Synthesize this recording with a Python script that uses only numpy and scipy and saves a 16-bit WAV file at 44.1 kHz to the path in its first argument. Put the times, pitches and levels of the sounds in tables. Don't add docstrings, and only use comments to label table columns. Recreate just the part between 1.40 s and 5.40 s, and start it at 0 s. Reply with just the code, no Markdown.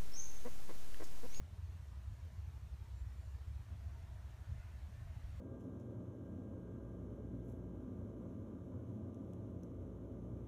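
import sys
import numpy as np
from scipy import signal
from scipy.fft import rfft, irfft, next_fast_len
from scipy.io import wavfile
from scipy.ndimage import uniform_filter1d, map_coordinates

SR = 44100
rng = np.random.default_rng(int(sys.argv[2]) if len(sys.argv) > 2 else 0)


def to_wav(sig):
    pcm = np.clip(np.atleast_2d(sig), -1, 1) * 32767
    pcm = np.round(pcm).astype(np.int16)
    wavfile.write(sys.argv[1], SR, pcm.T)


N = 176400


def amp(db):
    return 10 ** (np.asarray(db) / 20)


def unit(x):
    return x / np.sqrt(np.mean(x ** 2) + 1e-20)


def curves(rows):
    times, *columns = np.transpose(rows)
    return [np.interp(np.arange(N) / SR, times, column) for column in columns]


def wobble(rate):
    knots = rng.standard_normal(int(N * rate / SR) + 4)
    return map_coordinates(knots, [np.arange(N) * rate / SR])


def swell(peak_s, half_width):
    return np.exp(-.5 * ((np.arange(N) / SR - peak_s) / half_width) ** 2)


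def filtered(x, response):
    size = next_fast_len(N + SR // 2)
    return irfft(rfft(x, size) * response(np.fft.rfftfreq(size, 1 / SR)), size)[:N]


def noise(spectrum, patchy_db):
    bins = signal.stft(rng.standard_normal(N), nperseg=1024)[2]
    patches = uniform_filter1d(rng.standard_normal(bins.shape), size=3, axis=0)
    patches = uniform_filter1d(patches, size=6, axis=1)
    white = signal.istft(bins * amp(patchy_db * unit(patches)), nperseg=1024)[1][:N]
    freqs, db = np.transpose(spectrum)
    return unit(filtered(white, lambda hz: amp(np.interp(np.log(hz + 1), np.log(freqs), db))))


def drone(control, partials, waver_db, waver_rate, jitter_rad):
    hz, db = curves(control)
    phase = 2 * np.pi * np.cumsum(hz) / SR + rng.uniform(0, 4 * np.pi)
    phase += jitter_rad * wobble(waver_rate)
    pulses = sum(amp(level) * np.cos(multiple * phase) for multiple, level in partials)
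    return -np.sqrt(2) * amp(db + waver_db * wobble(waver_rate)) * pulses


# time in seconds, beats per second, level in dB.
WINGBEAT = [(0, 41.2, -52.5), (.3, 42.2, -51), (.65, 38.3, -57), (1.1, 41.4, -52), (1.5, 39.1, -59),
            (2, 38.6, -56.5), (2.6, 38.6, -62), (3, 38.8, -57), (3.4, 37.5, -56), (3.75, 41.5, -58.5),
            (4, 33.3, -66)]
# multiple of the wingbeat, relative level in dB.
WING_PARTIALS = [(1, -16.5), (2, 0.5), (3, -5.5), (4, -21), (5, -22)]
# peak time and half-width in seconds, pitch in Hz, peak level in dB.
HUM_THROBS = [(0.057, 0.0106, 80, -42.9), (0.198, 0.0154, 73.4, -45.5), (0.246, 0.014, 81.0, -40.5),
              (0.297, 0.01, 83, -42), (0.366, 0.0096, 84.0, -39.5), (0.492, 0.012, 76.4, -40),
              (0.682, 0.008, 82.0, -41), (0.723, 0.0076, 70.4, -39.5), (0.8, 0.0067, 71.5, -42),
              (0.859, 0.01, 81, -40.5), (0.992, 0.014, 89, -42.5), (1.047, 0.013, 77, -41),
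              (1.17, 0.0077, 75, -39.2), (1.331, 0.013, 70, -39.5), (1.42, 0.008, 85, -41),
              (1.546, 0.0072, 77.6, -43), (1.624, 0.0093, 66.0, -36.7), (1.673, 0.0063, 85, -40.5),
              (1.8, 0.0077, 81.0, -41.7), (1.895, 0.018, 76, -46.5), (1.953, 0.0062, 81.4, -38),
              (2.082, 0.006, 82, -38.2), (2.111, 0.0081, 85, -41.5), (2.166, 0.009, 75.0, -38.5),
              (2.207, 0.0073, 84, -41.5), (2.33, 0.013, 74.57, -43.5), (2.4, 0.0073, 83, -39.5),
              (2.474, 0.011, 85.27, -38), (2.604, 0.013, 76.5, -44.5), (2.729, 0.0049, 84.0, -44.5),
              (2.858, 0.012, 70.0, -45), (3.099, 0.0082, 90.83, -37), (3.124, 0.0055, 90, -34.5),
              (3.203, 0.0065, 74.96, -39.5), (3.252, 0.0082, 80.4, -42), (3.435, 0.0096, 71.07, -41),
              (3.592, 0.0071, 77.0, -44.5), (3.664, 0.0041, 72.0, -40), (3.705, 0.016, 73.3, -42.5),
              (3.767, 0.0055, 87.0, -39), (3.845, 0.0103, 68, -37), (3.949, 0.0098, 80.8, -39.9)]


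def moth():
    purr = drone(WINGBEAT, WING_PARTIALS, waver_db=1.0, waver_rate=33, jitter_rad=0.16)
    t = np.arange(N) / SR
    octave_db = -28.5
    for peak_s, half_width, hz, db in HUM_THROBS:
        phase = 2 * np.pi * hz * (t - peak_s)
        throb = -amp(db) * (np.cos(phase) + amp(octave_db) * np.cos(2 * phase))
        purr += swell(peak_s, half_width) * (throb - purr)
    return purr


# time in seconds, firing rate in Hz, level in dB.
ENGINE_FIRING = [(0, 64.35, -60), (.6, 64.6, -53.5), (1, 65.57, -57.5), (1.65, 62.99, -56),
                 (2.15, 66.5, -57.5), (2.3, 67.68, -58.5), (2.48, 68.9, -55.5), (2.9, 62.2, -57),
                 (3.1, 66.05, -58), (3.35, 64.13, -57), (3.7, 67.5, -57.5), (4, 67, -52)]
# multiple of the firing rate, relative level in dB.
ENGINE_ORDERS = [(1, 3.5), (1.5, -7.5), (2, -21.5), (3, -24)]


def engine():
    return drone(ENGINE_FIRING, ENGINE_ORDERS, waver_db=0.8, waver_rate=14, jitter_rad=0.1)


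# time in seconds, level in dB.
WIND_LEVEL = [(0, -52), (.7, -61), (1.4, -54.5), (1.8, -56.5), (2.4, -54), (2.85, -55), (3.12, -54),
              (3.35, -56), (4, -52.5)]
# frequency in Hz, relative level in dB.
WIND_SPECTRUM = [(15, -28), (30, -7), (50, -2), (70, -3), (105, 0), (140, -11.5), (200, -21), (300, -30),
                 (600, -47), (2000, -80)]


def wind():
    level_db, = curves(WIND_LEVEL)
    return amp(level_db + 1.7 * wobble(rate=13)) * noise(WIND_SPECTRUM, patchy_db=1.5)


# frequency in Hz, relative level in dB.
HISS_SPECTRUM = [(150, -24.5), (250, -2.5), (500, -6.5), (640, -2.5), (740, -6), (950, -3.5), (1100, -6),
                 (1550, -9), (1760, -8.5), (2500, -12.5), (4500, -16.5), (4930, -21), (5250, -17.5),
                 (7060, -19), (7560, -21.5), (9130, -21.5), (9950, -24.5), (10300, -27), (10900, -24.5),
                 (12300, -24.5), (15000, -27.8)]


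def hiss(level_db=-69.5):
    return amp(level_db) * noise(HISS_SPECTRUM, patchy_db=2.0)


# time of the deepest point in seconds, half-width in seconds.
HUM_DIPS = [(.09, 0.014), (0.16, 0.014), (0.334, 0.007), (0.386, .007), (0.462, 0.012), (0.763, 0.0092),
            (0.897, 0.0081), (0.956, 0.0084), (1.124, 0.0088), (1.204, 0.0069), (1.37, .01), (1.446, .013),
            (1.587, .009), (1.992, 0.0047), (2.268, 0.016), (2.965, 0.014), (3.044, 0.01), (3.226, 0.0094),
            (3.747, 0.008), (3.812, 0.012)]


def lulls(depth_db=-8):
    return amp(depth_db * sum(swell(time, half_width) for time, half_width in HUM_DIPS))


# peak time and half-width in seconds, level in dB.
AIR_SWELLS = [(0.717, 0.019, -60), (0.938, 0.037, -60.5), (1.427, .015, -59.5), (1.78, 0.031, -64.5),
              (2.1, .035, -63.5), (2.448, 0.029, -61.5), (3.124, .022, -55.5), (3.502, 0.013, -56.5),
              (3.926, 0.05, -60.5)]
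# frequency in Hz, relative level in dB.
WHOOSH_SPECTRUM = [(60, -16), (130, 4.5), (190, -5.5), (250, -15), (450, -37.5), (1500, -73)]


def whooshes():
    envelope = sum(amp(db) * swell(peak_s, half_width) for peak_s, half_width, db in AIR_SWELLS)
    return envelope * noise(WHOOSH_SPECTRUM, patchy_db=1.5)


# time in seconds, pitch in Hz, level in dB.
BIRD_NOTE = [(1.48, 7270, -110), (1.56, 7240, -85), (1.61, 7255, -80), (1.635, 7245, -94),
             (1.75, 7205, -89), (1.85, 7140, -84), (1.89, 7110, -91), (1.94, 7050, -89), (2.03, 7000, -110)]


def bird():
    hz, db = curves(BIRD_NOTE)
    t = np.arange(N) / SR
    sounding = (t > BIRD_NOTE[0][0]) & (t < BIRD_NOTE[-1][0])
    phase = 2 * np.pi * np.cumsum(hz + 18 * wobble(rate=120)) / SR
    return np.sqrt(2) * amp(db) * sounding * np.sin(phase)


# time in seconds, level of the body in dB, level of the treble in dB.
ROAD_LEVELS = [(0, -91.5, -100), (1.8, -89.5, -100), (2.5, -75, -94), (2.9, -74, -94), (3.25, -74, -80.5),
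               (3.5, -74.5, -84), (4, -75, -78)]
# frequency in Hz, relative level in dB.
ROAD_BODY_SPECTRUM = [(150, -25), (480, -10), (670, 6), (790, -3), (950, -5), (1400, -3), (1850, -4.5),
                      (2500, -19), (5000, -28), (10000, -55)]
ROAD_TREBLE_SPECTRUM = [(600, -20), (1300, -10.5), (2000, 0), (2700, -3), (4000, -14), (7000, -23),
                        (12000, -34)]
# peak time and half-width in seconds, pitch and its spread in Hz, level in dB.
ROAD_WHINES = [(2.5, 0.19, 675, 60, -80), (2.565, 0.022, 920, 35, -73), (2.74, .035, 684, 65, -78.5),
               (2.74, .03, 950, 45, -77), (3.05, 0.024, 1460, 25, -75), (3.213, .024, 1455, 25, -74.5),
               (3.18, .045, 675, 60, -76.5), (3.21, .05, 2040, 150, -77.5), (3.25, 0.077, 2600, 300, -81),
               (3.15, .2, 1760, 45, -83), (3.6, 0.04, 1777, 30, -77), (3.69, 0.032, 665, 35, -73)]


def traffic():
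    body_db, treble_db = curves(ROAD_LEVELS)
    road = amp(body_db) * noise(ROAD_BODY_SPECTRUM, patchy_db=1.5)
    road += amp(treble_db) * noise(ROAD_TREBLE_SPECTRUM, patchy_db=5.5)
    for peak_s, half_width, pitch, spread, db in ROAD_WHINES:
        hz = pitch + .5 * spread * wobble(rate=2 * spread)
        whine = np.sqrt(2) * np.sin(2 * np.pi * np.cumsum(hz) / SR)
        road += amp(db) * swell(peak_s, half_width) * whine
    return road


def scene():
    low_hum = moth() + engine() + wind()
    mix = lulls() * low_hum + whooshes() + traffic() + bird() + hiss()
    return mix[None]


def record(dry):
    top_hz = 15250
    return np.array([filtered(channel, lambda hz: hz < top_hz) for channel in dry])


dry = scene()
out = record(dry)
to_wav(out)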